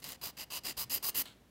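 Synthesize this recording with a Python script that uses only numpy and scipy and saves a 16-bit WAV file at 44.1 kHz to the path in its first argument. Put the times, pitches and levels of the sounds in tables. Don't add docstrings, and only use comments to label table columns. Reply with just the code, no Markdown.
import sys
import numpy as np
from scipy import signal
from scipy.fft import rfft, irfft
from scipy.io import wavfile
from scipy.ndimage import uniform_filter1d

SR = 44100
rng = np.random.default_rng(int(sys.argv[2]) if len(sys.argv) > 2 else 0)


def master_out(mix):
    frames = np.transpose(np.atleast_2d(mix))
    ceiling = np.clip(frames, -1, 1)
    pcm = np.round(ceiling * 32767).astype(np.int16)
    wavfile.write(sys.argv[1], SR, pcm)


def invert_db(x):
    u = np.asarray(x, float) / 20
    return 10 ** u


N = 66150

# centre in Hz, width in Hz, push level in dB, pull level in dB.
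BODY_MODES = [(274, 69, -2.5, -12), (1050, 313, -6.5, 1.5), (2010, 300, -1.5, -11), (2855, 424, 3.5, 1.5),
              (4115, 450, -2, 0.5), (4870, 420, 7, 7), (6250, 790, -5, -3), (7186, 350, -1, -5),
              (8380, 1500, -8, -6), (10400, 1280, -11, -7.5), (11810, 900, 4.5, -0.5),
              (13100, 1060, -9, -5), (14850, 3000, -4, -0.5), (14600, 1500, -7, -9.5)]


def evened(x):
    return x / np.sqrt(np.mean(x ** 2) + 1e-20)


def read(points, hz):
    f, value = np.transpose(points)
    return np.interp(np.log(hz + 1), np.log(f + 1), value)


def add(mix, start_s, sound):
    part = mix[round(start_s * SR):][:len(sound)]
    part += sound[:len(part)]


def grit(size):
    grains_per_s, spread_db, clump_db = 17000, 2.1, 1.6
    strikes = rng.random(size) < grains_per_s / SR
    excess = np.minimum(rng.exponential(1, size), 4)
    sign_and_size = rng.uniform(-1.06, 1, size)
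    judder = uniform_filter1d(rng.standard_normal(size), size=70)
    clumps = evened(uniform_filter1d(judder, size=70))
    return evened(strikes * sign_and_size * invert_db(spread_db * excess + clump_db * clumps))


def earlier_stroke():
    t = np.arange(N) / SR
    return grit(N) * invert_db(-59.5 - 690 * t)


def hush(filing):
    # frequency in Hz, density in dB.
    hush_curve = [(32, -48), (50, -5), (250, -0.5), (500, -9.5), (1500, -19), (4000, -23), (9000, -29.5),
                  (15800, -30)]
    hush_db, handling_hz, handling_db = -64.5, 173, -67.5
    z = rfft(rng.standard_normal((2, N)))
    hz = np.fft.rfftfreq(N, 1 / SR)
    still = invert_db(hush_db) * evened(irfft(z[0] * invert_db(read(hush_curve, hz)), N))
    rise = (hz / 65) ** 6
    low = irfft(z[1] * rise / (1 + rise) / (1 + (hz / handling_hz) ** 2), N)
    effort = uniform_filter1d(abs(filing), size=2500) ** 0.15
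    return still + invert_db(handling_db) * evened(low * effort)


def hum():
    return invert_db(-71.5) * np.sqrt(2) * np.sin(2 * np.pi * 55.7 * np.arange(N) / SR)


def ringing(modes, bite_db, plain_db=0.):
    # frequency in Hz, level in dB.
    plain_click = [(100, -9.5), (600, -4), (1550, -7.5), (3500, -5), (5600, -5.5), (10000, -5.5),
                   (16000, -12)]
    bite_hz = 10800
    hz = np.fft.rfftfreq(2048, 1 / SR)
    power = invert_db(read(plain_click, hz) + plain_db) ** 2
    for f, width, db in modes:
        power = power + invert_db(db) ** 2 / (1 + (2 * (hz - f) / width) ** 4)
    shelf = hz ** 4 / (hz ** 4 + bite_hz ** 4)
    tilt = np.log2(1 + hz / 400) / 6
    cepstrum = irfft(np.log(np.sqrt(power) * invert_db(bite_db * (shelf + tilt))))
    causal = np.r_[cepstrum[0], 2 * cepstrum[1:1024], np.zeros(1024)]
    h = irfft(np.exp(rfft(causal)))[:1024]
    return h / np.linalg.norm(h)


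def held_modes(k):
    # gain in dB of board, nail, nail edge, grit tips.
    angles = [(-3.5, -4, -4.5, 2), (-1.5, -0.9, 5, 4), (0, 0.1, -2.2, -0.5), (4.5, 0.5, -1.5, -5),
              (1.2, 1.8, -4, -1.5), (-0.6, 0.5, 1.5, 1.5), (1.1, 0.1, 0.5, -0.4), (-4, 0.8, 1.5, 1.5),
              (0.5, -1.5, -1.5, 1.5)]
    parts_hz = [2900, 4880, 11850, 14800]
    drift, grip_db = 0.008, 0.8
    modes = []
    for mode in BODY_MODES:
        f, width, held_db = mode[0], mode[1], mode[2 + k % 2]
        near_part = abs(np.log(f / np.array(parts_hz))) < 1 / 14
        held_db = held_db + grip_db * rng.standard_normal() + np.dot(angles[k], near_part)
        modes.append((f * (1 + drift * rng.standard_normal()), width, held_db))
    return modes


def stroke(k, start_s, length_s, pressure_db, bite_db, fastest):
    catch_s, let_go_s = 0.0045, 0.013
    arriving_db, leaving_db, slow_bite_db = -9.5, -12, -6
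    t = np.arange(0, length_s, 1 / SR)
    peak = np.clip(fastest, .1, .9)
    slow = np.interp(t / length_s, [0, peak, 1], [1, 0, 1]) ** 2.11
    touch = np.clip(np.minimum(t / catch_s, (length_s - t) / let_go_s), 0, 1)
    slow_db = np.where(t < peak * length_s, arriving_db, leaving_db)
    drive = grit(8000)[:len(t)] * touch * invert_db(pressure_db + slow_db * slow)
    modes = held_modes(k)
    fast = signal.oaconvolve(drive * (1 - slow), ringing(modes, bite_db))
    slowed = signal.oaconvolve(drive * slow, ringing(modes, bite_db + slow_bite_db))
    far = signal.oaconvolve(drive, ringing(modes, bite_db - 7, plain_db=6.0))
    return start_s, np.transpose([fast + slowed, far])


def snag(start_s, peak_db, bite_db):
    t = np.arange(200) / SR
    burst = rng.standard_normal(200) * np.exp(-t / 0.001)
    burst = signal.lfilter(*signal.butter(2, 1800, "high", fs=SR), burst)
    sound = signal.oaconvolve(burst, ringing([m[:3] for m in BODY_MODES], bite_db))
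    return start_s, invert_db(peak_db) * sound[:, None] / abs(sound).max()


def sticking():
    # centre in seconds, length in seconds, gain in dB.
    stalls = [
        (0.0383, 0.0038, -14),
        (0.045, 0.0029, 0),
        (0.143, 0.0085, -7.5),
        (.157, 0.0045, -4),
        (0.23, .007, -2.5),
        (0.383, 0.0056, -5),
        (0.641, 0.0098, -5),
        (0.903, 0.0071, 1.5),
        (1.095, 0.0036, 6),
        (1.166, 0.0039, 0),
    ]
    t = np.arange(N) / SR
    gain_db = sum(db * np.exp(-(2 * (t - s) / length_s) ** 2) for s, length_s, db in stalls)
    return invert_db(gain_db)[:, None]


def jolt(start_s, length_s, hz, level_db):
    wobble = uniform_filter1d(rng.standard_normal(4000), size=300)
    t = np.arange(0, min(length_s, .09), 1 / SR)
    turns = np.cumsum(hz * (1 + 5.17 * wobble[:len(t)])) / SR
    return start_s, invert_db(level_db) * 2 * np.sin(np.pi * t / t[-1]) * np.sin(2 * np.pi * turns)


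def room(x):
    # frequency in Hz, t60 in seconds.
    decay_curve = [(300, 0.7), (2000, 0.55), (6000, .3), (15000, 0.19)]
    taps = np.zeros(SR // 2)
    at = np.arange(200, len(taps) - 20, 20)
    taps[at + rng.integers(0, 20, len(at))] = rng.choice([-1., 1.], len(at))
    hz, t, z = signal.stft(taps, SR, nperseg=256)
    decay = invert_db(-60 * t / read(decay_curve, hz)[:, None])
    tail = signal.istft(z * decay, SR, nperseg=256)[1]
    return signal.fftconvolve(x, tail / np.linalg.norm(tail))[:N]


def drag():
    # time in seconds, level in dB.
    drag_path = [
        (1.252, -72),
        (1.256, -47.5),
        (1.267, -53.5),
        (1.275, -53.5),
        (1.3, -57.5),
        (1.333, -66.5),
        (1.349, -71),
        (1.45, -99),
    ]
    # centre in Hz, width in Hz, level in dB.
    drag_modes = [(1170, 1200, -1), (2210, 210, 1.5), (3160, 700, 4), (4000, 860, 4), (7650, 1500, -7.5),
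                  (8150, 600, -21), (11300, 900, -15), (14440, 1500, -18)]
    drag_db = np.interp(np.arange(N) / SR, *np.transpose(drag_path), left=-140, right=-140)
    return signal.oaconvolve(grit(N) * invert_db(drag_db), ringing(drag_modes, 0., plain_db=-6.5))[:N]


def scene():
    # start in seconds, length in seconds, pressure in dB, treble bite in dB,
    # fastest point as a share of the length [0-1].
    strokes = [
        (.018, 0.15, -45.5, -3, .5),
        (.211, .105, -41, -3, 0.4),
        (.367, 0.085, -42, -2, 0.5),
        (.5, 0.1, -38.5, 2.5, 0.62),
        (.635, 0.098, -37, 1, 0.42),
        (.767, .085, -35.5, 3, 0.43),
        (.896, 0.094, -33, 5.5, 0.53),
        (1.024, 0.089, -33, 5.5, 0.63),
        (1.143, 0.089, -30, 8, 0.57),
    ]
    # start in seconds, peak in dB, treble bite in dB.
    snags = [(.0365, -41, 0), (.0418, -30, 2), (.0482, -35, 2), (.0905, -30, 4), (.104, -33, 4),
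             (.1202, -31, 2), (.196, -58, -8), (.238, -31, 2), (.2475, -32, 2), (.2565, -29, -2),
             (.387, -36, 0), (.438, -35, 4), (.6362, -40, 0), (.8968, -36, 0), (.9135, -31, 8),
             (.9425, -25, 18), (.9458, -19, 20), (.9468, -21, 20), (.9482, -18, 14), (.9505, -22, 14),
             (1.1735, -21, 20), (1.189, -29, 14), (1.1925, -30, 14), (1.2013, -28, 14), (1.2575, -42, 8)]
    # start in seconds, length in seconds, pitch in Hz, level in dB.
    jolts = [
        (.04, 0.063, 162, -58.5),
        (.26, 0.023, 134, -61.5),
        (0.673, 0.063, 278, -57.5),
        (.77, 0.03, 75, -59),
        (0.824, 0.073, 109.5, -59.5),
        (.94, 0.047, 115, -61.5),
        (0.949, .05, 301, -60.5),
        (1.151, 0.087, 255, -58.5),
        (1.29, 0.032, 151, -63),
    ]
    filing = drag()[:, None] * [1, 1]
    for k, row in enumerate(strokes):
        add(filing, *stroke(k, *row))
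    filing = filing * sticking()
    for row in snags:
        add(filing, *snag(*row))
    low = hum()
    for row in jolts:
        add(low, *jolt(*row))
    near, far = filing.T
    return (near + invert_db(-23) * room(far) + earlier_stroke() + hush(near) + low)[None]


def roll_off(x):
    return signal.sosfilt(signal.butter(12, 16810, fs=SR, output="sos"), x)


def record(dry):
    band_limit = signal.firwin(767, 15830, window=("kaiser", 8), fs=SR)
    return roll_off(signal.oaconvolve(dry, band_limit[None], "same"))


dry = scene()
out = record(dry)
master_out(out)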